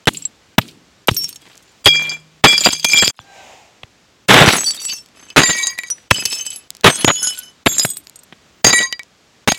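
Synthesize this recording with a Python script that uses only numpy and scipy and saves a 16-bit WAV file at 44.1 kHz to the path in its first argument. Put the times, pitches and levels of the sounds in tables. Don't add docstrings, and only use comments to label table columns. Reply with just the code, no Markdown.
import sys
import numpy as np
from scipy import signal
from scipy.fft import rfft, irfft, next_fast_len
from scipy.io import wavfile
from scipy.ndimage import uniform_filter1d, minimum_filter1d, map_coordinates

SR = 44100
rng = np.random.default_rng(int(sys.argv[2]) if len(sys.argv) > 2 else 0)


def to_wav(s):
    ch = np.atleast_2d(s).T
    pcm = np.round(np.clip(ch, -1, 1) * 32767)
    wavfile.write(sys.argv[1], SR, pcm.astype(np.int16))


N = 422478
SECOND_SHOT = 3.12

# (time [s], level [dB], crunch length [s], treble [dB re level], thud [dB re level])
BLOWS = [(0.072, -3, 0.0017, -5.5, 2.5), (0.076, -5, 0.014, -8.5, -6.5), (0.581, -3, 0.011, -18, 6.5),
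         (1.084, -2, 0.011, -21, -3.5), (1.11, -19, 0.0033, -3.5, 19), (1.859, 2.5, 0.023, -16, -35.5),
         (2.44, 1.5, 0.026, -21, -37), (2.66, -1, 0.016, -22.5, -21), (2.686, -8.5, 0.0065, -15.5, -23),
         (2.727, -20, 0.013, -1, -23.5), (2.845, -18, 0.0092, 13, -21), (3.024, -7, 0.013, -18, -24.5),
         (3.078, -4.5, 0.0022, 1, -11), (3.191, -21, 0.0016, -30, -1.5), (3.833, -24.5, 0.0039, -16, 1.5),
         (4.287, 0, 0.14, -15.5, -20), (4.407, -9.5, 0.053, -12.5, -16), (4.472, -9, .016, -19, 13.5),
         (5.362, 1, 0.0031, -14, -28), (5.368, 0, 0.036, -12, -28.5), (5.495, -11.5, 0.017, -18, -16.5),
         (6.11, 1, 0.0071, -8.5, 0), (6.254, -28, 0.0093, 21, 6), (6.844, 0.5, 0.05, -13, -22),
         (6.901, -9, 0.01, -8, -16), (7.046, -5.5, 0.0051, -15.5, -2), (7.076, -5.5, 0.03, -21.5, -13),
         (7.661, 1, 0.014, -25, 1.5), (7.849, -2.5, 0.005, -25.5, -9.5), (8.325, -29.5, 0.0077, -22, -20),
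         (8.645, 6.5, 0.0089, -16.5, -11.5), (8.667, -12, 0.04, -2.5, -21.5),
         (8.727, -10.5, 0.015, -13.5, -4), (9.475, -4, .018, -6.5, -15), (9.519, -5.5, 0.0066, -4.5, -15)]
# (time [s], level [dB], favoured pitch [Hz])
CLINKS = [(0.056, -23, 3050), (.0714, -6.5, 3270), (.171, -12, 7040), (0.2226, -21, 5500),
          (0.2528, -8.5, 7840), (0.5844, -4.5, 13800), (1.0731, -6.5, 13340), (1.0859, -3.5, 2550),
          (1.114, -10, 3820), (1.1664, -3, 5770), (1.243, -7, 5600), (1.2912, -11.5, 14500),
          (1.328, -16, 4400), (1.3592, -14.5, 7260), (1.858, 7, 2900), (2.0945, -18, 4900),
          (2.4444, 6.5, 4450), (2.579, -0.5, 4800), (2.6523, -6.5, 5050), (2.731, -3, 6600),
          (2.7962, -19, 4790), (2.8458, -3.5, 2180), (2.9026, -11, 4300), (2.9333, -1.5, 2340),
          (2.974, -0.5, 3540), (2.987, -3.5, 5200), (3.0153, -16.5, 4370), (3.026, -7, 7404),
          (3.0727, -4, 4520), (4.286, -4, 1800), (4.486, -10, 2750), (4.535, -5, 4030),
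          (4.6068, -8.5, 7880), (4.643, -12.5, 6000), (4.686, -11, 4500), (4.8524, -5, 7660),
          (4.896, -8.5, 4830), (4.9866, -25, 7400), (5.3023, -20.5, 3350), (5.3648, -2.5, 3100),
          (5.435, -11, 3840), (5.458, -7.5, 2716), (5.4994, -3, 3420), (5.5869, -12, 6500),
          (5.636, -12.5, 6500), (5.67, -2, 7700), (5.7878, -3, 2395), (5.8348, -12.5, 2080),
          (5.9019, -7, 5920), (6.1078, -4.5, 2400), (6.16, -18, 4760), (6.1979, -20.5, 7960),
          (6.2535, -5, 4600), (6.3008, -17.5, 7600), (6.331, -19, 5430), (6.3872, -21.5, 6640),
          (6.4256, -24, 11800), (6.4649, -13.5, 8000), (6.5037, -19.5, 8760), (6.56, -13.5, 10800),
          (6.843, -2.5, 2130), (6.9566, -10.5, 8240), (6.9893, -16, 9900), (7.0115, -17.5, 11100),
          (7.045, -3.5, 7560), (7.0809, 1, 2940), (7.229, -5.5, 7750), (7.272, -4, 5150),
          (7.3886, -12, 11450), (7.7338, -18.5, 3960), (7.782, 1.5, 6300), (7.796, 1.5, 5090),
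          (7.851, -8, 10900), (7.9154, -21.5, 8200), (7.9698, -13, 9050), (8.1585, -25.5, 8240),
          (8.1904, -32, 8220), (8.2341, -30, 12230), (8.645, 2, 6060), (8.7047, -5, 4470), (8.73, -2, 2800),
          (8.7893, -2, 2980), (8.829, -11, 3700), (8.9257, -4, 3000), (8.994, -12.5, 2060),
          (9.5175, -6.5, 5980)]
# (frequency [Hz], level [dB])
CHIP = [(7620, 6.5)]
SLIVER = [(8000, 7.6), (13730, 12)]
CURL = [(5490, -13.5), (6450, -10), (8600, -10), (9790, -17), (13340, -5.5)]
BOTTLE = [(2366, -2), (3289, 2.5), (3338, -2.5), (4762, 2.5), (4900, -2.5), (5160, -5.5), (6350, 2.5),
          (7110, 1), (7496, 0), (7950, -8), (10000, -24.5), (11700, -18), (13500, -12.5)]
HEAP = [(2700, -20.5), (4572, -13), (5419, -13.5), (5866, -8), (6499, -15), (7790, -2.5), (9190, -16.5),
        (9700, -17), (11060, -13.5), (11750, -12)]
WALL = [(1058, -11), (1937, 4.5), (2282, -4), (3845, -2.5), (4776, 5), (6497, 6.5), (7188, 3), (8670, -5.5),
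        (9700, -12.5), (11000, -8.5), (12800, -13)]
BASE = [(2600, 4), (3012, 4.5), (4600, -8), (5056, 2.5), (5259, -6.5), (6300, 10), (7785, 9), (11200, 4),
        (11800, -16)]
LABEL = [(1490, -9.5), (2985, -2), (3350, -12.5), (4186, -25), (5251, -3.5), (6245, -3), (6721, -1),
         (7365, -6), (8140, -4.5), (10430, -4), (11100, 3.5)]
SPLINTERS = [(3400, -8), (3850, -17.5), (5003, -24.5), (6850, 1.5), (7372, -1.5), (8115, 5), (10576, -1.5),
             (11500, 2), (14200, 2)]
# (start [s], its modes)
MOVING = [(0, CHIP), (0.43, SLIVER), (0.79, CURL), (1.4, BOTTLE), (SECOND_SHOT, []), (3.4, HEAP),
          (5.15, BASE), (5.35, WALL), (5.89, HEAP), (6.05, BASE), (6.8, LABEL), (7.6, SPLINTERS),
          (8.6, WALL)]
# (frequency [Hz], relative level [dB])
GRIT = [(60, -21.5), (200, 1.5), (800, -4), (2200, -1.5), (5000, -11), (16000, -32)]
# (frequency [Hz], relative level [dB])
TICK = [(300, -49), (2000, -9), (5000, 8), (10000, 0), (16000, -7.5)]


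def amp(db):
    return 10 ** (np.asarray(db) / 20)


def unit(x):
    return x / np.sqrt(np.mean(x ** 2) + 1e-20)


def curves(rows):
    s, *cols = np.transpose(rows)
    return [np.interp(np.arange(N) / SR, s, c) for c in cols]


def filtered(x, response):
    m = next_fast_len(N + 8192)
    return irfft(rfft(x, m) * response(np.fft.rfftfreq(m, 1 / SR)), m)[..., :N]


def noise(points):
    f, db = np.transpose(points)
    white = rng.standard_normal(N)
    return unit(filtered(white, lambda hz: amp(np.interp(np.log(hz + 1), np.log(f), db))))


def wobble(knots_per_s):
    knots = rng.standard_normal(int(N / SR * 1000) + 4)
    return map_coordinates(knots, [np.arange(N) * knots_per_s / SR])


def ring(x, hz, width_hz):
    r = np.exp(-np.pi * width_hz / SR)
    w = 2 * np.pi * hz / SR
    return signal.lfilter([0, np.sin(w)], [1, -2 * r * np.cos(w), r * r], x)


def kicks(s, gain):
    return np.bincount(np.clip(np.round(s * SR).astype(int), 0, N - 1), gain, N)


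def fall(x, seconds):
    return signal.lfilter([1], [1, -np.exp(-1 / (seconds * SR))], x)


def width(hz):
    return 14 + 2.8 * hz / 1000


def skitter():
    # (time [s], tinkle [dB], grit [dB], dust [dB], duration [s],
    # tinkle and dust sag [dB/s], grit sag [dB/s])
    scatters = [(0.073, -56, -57.5, -34, 0.165, 25, 17), (0.585, -63, -41.5, -40, 0.11, 6, 114),
                (1.075, -28.5, -56.5, -32, 0.23, 19, 42.5), (1.408, -55, -44.5, -48, 0.64, 46.5, 53),
                (1.841, -22, -34.5, -41, 0.28, 48.5, -15.5), (2.435, -19, -20, -27, 0.29, 8, 45),
                (2.628, -15, -23, -25, 0.21, 103.5, 182), (2.828, -15.5, -38.5, -31.5, 0.069, 0, 6.5),
                (2.917, -13.5, -24.5, -29.5, 0.22, 28, 31.5), (4.28, -17, -25, -21.5, 0.13, -19, -58),
                (4.458, -13.5, -8, -15, 0.13, 58.5, 66.5), (4.584, -21.5, -33, -36.5, 0.36, 8.5, 34.5),
                (5.147, -50, -45, -61.5, 0.18, 38, -22), (5.362, -15, -11, -20.5, .34, 43, 105.5),
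                (5.772, -36, -45.5, -44.5, 0.25, 81, 15), (6.103, -29, -30.5, -33, 0.25, 2, 33),
                (6.316, -29.5, -40.5, -33, .25, 45.5, 34), (6.834, -22, -18.5, -29.5, 0.57, 22.5, 63),
                (7.218, -20.5, -34.5, -39, 0.22, 69.5, 90), (7.655, -22.5, -33, -38, 0.093, 4, 22.5),
                (7.784, -15, -26.5, -32.5, 0.168, 95.5, 167.5), (8.64, -14.5, -20, -33, 0.18, 17, 41.5),
                (9.478, -18.5, -20.5, -20.5, 0.069, 207.5, 222)]
    rise_s, settle_db_per_s, still_db = 0.0047, 278, -85
    t = np.arange(0, N / SR + 1 / 400, 1 / 400)
    s, tinkle_db, grit_db, dust_db, lasts_s, sag, grit_sag = np.transpose(scatters)[:, :, None]
    age_s = np.maximum(t - s, 0)
    settling = amp(-settle_db_per_s * np.maximum(age_s - lasts_s, 0))
    shape = np.clip(age_s / rise_s, 0, 1) * settling
    levels_db = []
    for db, slope in ((tinkle_db, sag), (grit_db, grit_sag), (dust_db, sag)):
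        power = np.sum((shape * amp(db - slope * np.minimum(age_s, lasts_s))) ** 2, axis=0)
        levels_db.append(10 * np.log10(power + amp(still_db) ** 2))
    return curves(np.transpose([t] + levels_db))


def patter(count):
    when, size = rng.random((count, 2)).T
    s = when * (N - 1) / SR
    return s, skitter()[0][(s * SR).astype(int)] - 3 * np.log(size + .015)


def air(loud):
    # (frequency [Hz], relative level [dB])
    air_colour = [(18, -58.5), (30, -18), (53, -5), (127, -7.5), (233, -9), (844, -15.5), (3580, -17.5),
                  (7400, -21), (9000, -30), (16000, -38)]
    ahead = -minimum_filter1d(-abs(loud), size=1101, origin=-550)
    dip = uniform_filter1d(0.13 + 0.5 / (1 + (ahead / .5) ** 2), size=200)
    return dip * amp(-44 + 0.68 * wobble(2.295)) * noise(air_colour)


def whine():
    # (frequency [Hz], level [dB])
    tones = [(797, -42), (1596, -41), (3995, -48)]
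    loudest_s, rise_db_per_s, fall_db_per_s = 3.385, 70, 180
    droop_per_s3 = 1.1
    t = np.arange(N) / SR
    age_s = np.clip(t - SECOND_SHOT, 0, 1)
    turns = np.cumsum(1 - droop_per_s3 * age_s ** 3 + .002 * wobble(30)) / SR
    waver_db = 4 * wobble(25)
    slope_db = np.minimum(rise_db_per_s * (t - loudest_s), -fall_db_per_s * (t - loudest_s))
    swell_db = slope_db + waver_db
    return (age_s > 0) * sum(amp(db + swell_db) * np.sin(2 * np.pi * hz * turns) for hz, db in tones)


def rush():
    # (frequency [Hz], relative level [dB])
    rush_colour = [(300, -13.5), (750, 4.5), (1300, -12), (2500, -4), (4500, -15.5), (7000, -9.5),
                   (10000, -27.5)]
    full_s, hold_s, level_db = 3.364, .17, -38
    rise_db_per_s, fall_db_per_s = 114, 65.5
    t = np.arange(N) / SR - full_s
    slope_db = np.minimum(rise_db_per_s * t, -fall_db_per_s * (t - hold_s))
    return amp(level_db + np.minimum(slope_db, 0)) * noise(rush_colour)


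def ticks():
    # (time [s], level [dB])
    landings = [(0.6809, -25), (0.7119, -28), (1.4194, -28.5), (1.555, -27), (1.5776, -23.5), (4.7076, -4),
                (5.0609, -25.5), (5.0875, -29.5), (6.7047, -4), (6.7507, -21), (6.7683, -19), (6.8101, -20),
                (8.0709, -18), (8.097, -18), (9.033, -22.5)]
    s, db = np.transpose(landings)
    return fall(kicks(s, amp(db)), seconds=0.00053) * noise(TICK)


def crumbs():
    s, db = patter(count=900)
    pitch, life = rng.random((len(s), 2)).T[:, :, None]
    t = np.arange(2048) / SR
    hz = 3000 * 5.2 ** pitch
    fade_60db_s = 0.012 + 0.041 * life ** 2
    pings = amp(db[:, None] - 4 * pitch - 60 * t / fade_60db_s) * np.sin(2 * np.pi * hz * t)
    where = (s * SR).astype(int)[:, None] + np.arange(len(t))
    when, size = rng.random((2, 2, 300))
    coarse, fine = [.5 + unit(fall(kicks(w * N / SR, z ** 2), seconds=.008)) for w, z in zip(when, size)]
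    coarse_hiss = coarse * noise([(1500, -33), (2600, -2.5), (4500, -4), (7000, -22)])
    fine_hiss = 0.99 * fine * noise([(3500, -26), (7500, 0.5), (16000, -13.5)])
    dust = amp(skitter()[2]) * (coarse_hiss + fine_hiss)
    return np.bincount(where.ravel(), pings.ravel(), N + len(t))[:N] + dust


def scraping():
    s, db, hz = np.transpose(CLINKS)
    knock_db = -14.5 - 4.5 * np.log2(hz / 2000)
    knocks = fall(kicks(s, amp(db + knock_db)), seconds=0.0017)
    when, size = rng.random((1100, 2)).T
    grains = fall(kicks(when * N / SR, amp(-6.5 - 5.2 * np.log(size + 0.0081))), seconds=0.0043)
    wash = amp(-10 + 1.2 * wobble(150) + 1.9 * wobble(27))
    return (knocks + amp(skitter()[1]) * (grains + wash)) * noise(GRIT)


def rocking(count):
    first_s, first_gap_s, gap_ratio = 1.9575, .038, .69
    first_db, loss_db = -12.5, 1.5
    k = np.arange(count)
    s = first_s + first_gap_s * (1 - gap_ratio ** k) / (1 - gap_ratio)
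    return fall(kicks(s, amp(first_db - loss_db * k)), seconds=.0016) * noise(GRIT)


def cavity():
    # (time [s], level [dB])
    jolts = [(1.859, -25), (2.437, -32), (2.741, -35.5), (2.849, -44.5)]
    s, db = np.transpose(jolts)
    hum = ring(kicks(s, amp(db)), hz=156, width_hz=1.8)
    return hum * (np.arange(N) / SR < SECOND_SHOT)


def rattle():
    s, db = patter(count=1300)
    out = np.zeros(N)
    ends = [row[0] for row in MOVING[1:]] + [N / SR]
    for (start, modes), end in zip(MOVING, ends):
        now = (s >= start) & (s < end)
        part = slice(round(start * SR), round(end * SR))
        for mode_hz, mode_db in modes:
            scatter = rng.standard_normal((len(s), 2))
            stirring_db = 6.3 * np.sin(2 * np.pi * (rng.random() + rng.uniform(2, 6.5) * s))
            level_db = db - 10.5 + 0.81 * mode_db + 6.28 * scatter[:, 0] + stirring_db
            drive = kicks(s, now * amp(level_db) * np.sign(scatter[:, 1]))
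            out[part] += ring(drive[part], mode_hz, 0.83 * width(mode_hz))
    return out + fall(kicks(s, amp(db - 12.5)), seconds=0.00046) * noise(TICK)


def rings():
    # (time [s], frequency [Hz], level [dB], flight [s])
    flights = [(1.165, 5489, -18, 0.094), (1.167, 13340, -12.5, 0.015), (1.172, 9800, -27, 0.023),
               (1.874, 2370, -18, .28), (2.442, 4760, -16.5, 0.12), (2.462, 3355, -11, 0.1),
               (2.466, 2365, -9.5, 0.093), (2.843, 2387, -20.5, 0.12), (2.934, 7070, -14, 0.054),
               (2.954, 3320, -12.5, 0.028), (3.009, 7500, -10, 0.026), (4.53, 9700, -19.5, 0.041),
               (4.563, 6470, -20, 0.064), (4.582, 7830, -20.5, 0.1), (4.887, 3000, -29, 0.034),
               (4.643, 5820, -22.5, 0.069), (4.643, 9270, -25, 0.066), (4.66, 4573, -12.5, 0.046),
               (4.787, 4570, -28, 0.043), (4.798, 5850, -31, 0.049), (4.848, 7811, -12.5, 0.018),
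               (4.897, 4600, -20.5, 0.024), (4.918, 6280, -22.5, 0.02), (4.931, 5419, -33, 0.079),
               (5.38, 6500, -17.5, 0.046), (5.44, 7190, -11.5, 0.077), (5.465, 1905, -25, 0.23),
               (5.503, 6500, -30.5, 0.23), (5.53, 2285, -33, 0.2), (5.591, 3840, -44, 0.128),
               (5.666, 4800, -30, 0.052), (5.903, 5880, -12, 0.016), (5.902, 9280, -19, 0.0077),
               (6.161, 5030, -24, 0.059), (6.167, 7740, -25, 0.036), (6.285, 7800, -29, 0.074),
               (6.306, 5280, -23.5, 0.083), (6.565, 11200, -30, 0.023), (6.892, 8260, -21, 0.061),
               (6.896, 6200, -23.5, 0.066), (6.932, 3350, -33.5, .11), (6.974, 4240, -32, 0.055),
               (6.989, 10500, -20, 0.03), (7.045, 6794, -15.5, 0.13), (7.155, 3390, -30.5, 0.049),
               (7.158, 2990, -28, 0.034), (7.179, 5270, -27.5, 0.13), (7.224, 10430, -19.5, 0.054),
               (7.225, 11040, -23.5, 0.087), (7.236, 6770, -15.5, 0.054), (7.271, 2988, -26.5, 0.079),
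               (7.39, 3000, -42, 0.12), (7.666, 7340, -21.5, 0.16), (7.7, 6620, -21, 0.055),
               (7.793, 4980, -16, 0.035), (7.819, 10600, -20, 0.041), (7.852, 8180, -31, 0.1),
               (8.647, 6510, -17.5, 0.17), (8.705, 3880, -21.5, 0.12), (8.728, 7200, -10, 0.023),
               (8.73, 2270, -24.5, 0.12), (8.732, 1932, -14, 0.12), (8.79, 7200, -19, 0.036),
               (8.79, 8700, -32, 0.07), (8.809, 4760, -33.5, 0.16), (9.482, 6520, -15, 0.033)]
    rise_s, sing_db, free_db_per_s = 0.0015, 4.5, 48.5
    landed_db_per_s = 898.5
    lying_db, lying_db_per_s = 18.5, 199
    out, t = np.zeros(N + SR), np.arange(SR // 2) / SR
    for s, hz, db, flight_s in flights:
        down_s = np.maximum(t - flight_s, 0)
        heard = (s > SECOND_SHOT) | (s + t < SECOND_SHOT)
        landing_db = np.minimum(landed_db_per_s * down_s, lying_db + lying_db_per_s * down_s)
        loss_db = free_db_per_s * (t - flight_s / 2) + landing_db
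        phase, spin = rng.random(2)
        waver_db = 1.3 * np.sin(2 * np.pi * (phase + (15 + 25 * spin) * t))
        envelope = amp(db + sing_db - loss_db + waver_db) * (1 - np.exp(-t / rise_s))
        out[round(s * SR):][:len(t)] += heard * envelope * np.sin(2 * np.pi * hz * t)
    return out[:N]


def clinks():
    out, t = np.zeros(N + SR), np.arange(SR // 6) / SR
    starts = [row[0] for row in MOVING]
    gaps_s = np.diff(np.transpose(CLINKS)[0], append=N / SR)
    for (s, db, hz), gap_s in zip(CLINKS, gaps_s):
        clear_of_blows = np.min(abs(s - np.transpose(BLOWS)[0])) > 1 / 150
        loose_db = -8 if clear_of_blows else -60
        _, modes = MOVING[np.searchsorted(starts, s) - 1]
        mode_hz, mode_db = np.transpose(list(modes) + [(hz, loose_db)])[:, :, None]
        width_hz = 1.7 * width(mode_hz)
        width_hz[-1] = 75
        scatter = rng.standard_normal((20, 1))[:len(mode_hz)]
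        level_db = db + 0.5 + 0.62 * mode_db - 21 * abs(np.log2(mode_hz / hz)) + 4.7 * scatter
        decay = np.exp(-np.pi * width_hz * t) * (1 - np.exp(-t / 0.0007))
        decay = decay * np.exp(-60 * np.maximum(t - gap_s, 0))
        heard = (s > SECOND_SHOT) | (s + t < SECOND_SHOT)
        tones = amp(level_db) * decay * np.sin(2 * np.pi * mode_hz * t)
        out[round(s * SR):][:len(t)] += heard * np.sum(tones, axis=0)
    s, db = np.transpose(CLINKS)[:2]
    snap = fall(kicks(s, amp(db - 6.5)), seconds=0.00015) + fall(kicks(s, amp(db - 6.0)), seconds=0.00099)
    return out[:N] * amp(0.37 * wobble(92)) + snap * noise(TICK)


def whole_bottle():
    # (time [s], level [dB], favoured pitch [Hz])
    strikes = [(1.87, 0.5, 3300), (1.953, -21, 5500), (2.0945, -23.5, 5200)]
    s, db, favoured_hz = np.transpose(strikes)
    out = np.zeros(N)
    for hz, mode_db in BOTTLE:
        level_db = db + mode_db - 17.5 * abs(np.log2(hz / favoured_hz))
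        out += ring(kicks(s, amp(level_db)), hz, width_hz=1.9 * hz / 1000)
    return out * (np.arange(N) / SR < SECOND_SHOT)


def blows():
    # (frequency [Hz], relative level [dB])
    crunch_colour = [(40, -35), (120, 5.5), (500, 0.5), (1500, -1.5), (3800, -4), (6000, -39.5)]
    rumble_colour = [(50, -36), (130, 1.5), (310, -0.5), (450, -11), (900, -40.5)]
    body, treble, t = np.zeros(N), np.zeros(N), np.arange(SR // 3) / SR
    for s, db, length_s, treble_db, _ in BLOWS:
        shape = amp(db) * np.exp(-(t / length_s) ** 4)
        i = round(s * SR)
        body[i:i + len(t)] += shape[:N - i]
        treble[i:i + len(t)] += amp(treble_db) * shape[:N - i]
    s, db, _, _, thud_db = np.transpose(BLOWS)
    thud = ring(kicks(s + 0.0043, amp(db + thud_db)), hz=111, width_hz=51)
    rumble = fall(kicks(s, amp(db + thud_db - 33.5)), seconds=0.096) * noise(rumble_colour)
    lumps = amp(4 * wobble(300) + 3 * wobble(70))
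    return body * lumps * noise(crunch_colour) + treble * noise(TICK) + thud + rumble


def scene():
    glass = blows() + whole_bottle() + clinks() + rings() + rattle() + crumbs()
    glass = glass + scraping() + cavity() + rocking(count=7) + ticks()
    mono = glass + air(glass) + rush() + whine()
    return np.array([mono, mono])


def edit():
    cut_s, fade_out_s, silence_db, fade_in_db_per_s = 3.108, .008, -45, 480
    t = np.arange(N) / SR - cut_s
    db = np.maximum(silence_db * t / fade_out_s, silence_db + fade_in_db_per_s * (t - fade_out_s))
    return amp(np.where(t < 0, 0, np.minimum(db, 0)))


def record(dry):
    def microphone(hz):
        return amp(-4.0) * (1j * hz / (50 + 1j * hz)) ** 2 / (1 + 1j * hz / 10000)

    coloured = filtered(dry, microphone)
    clipped = coloured / (1 + abs(coloured / .98) ** 6) ** (1 / 6)
    return filtered(clipped * edit(), lambda hz: hz < 16000)


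dry = scene()
out = record(dry)
to_wav(out)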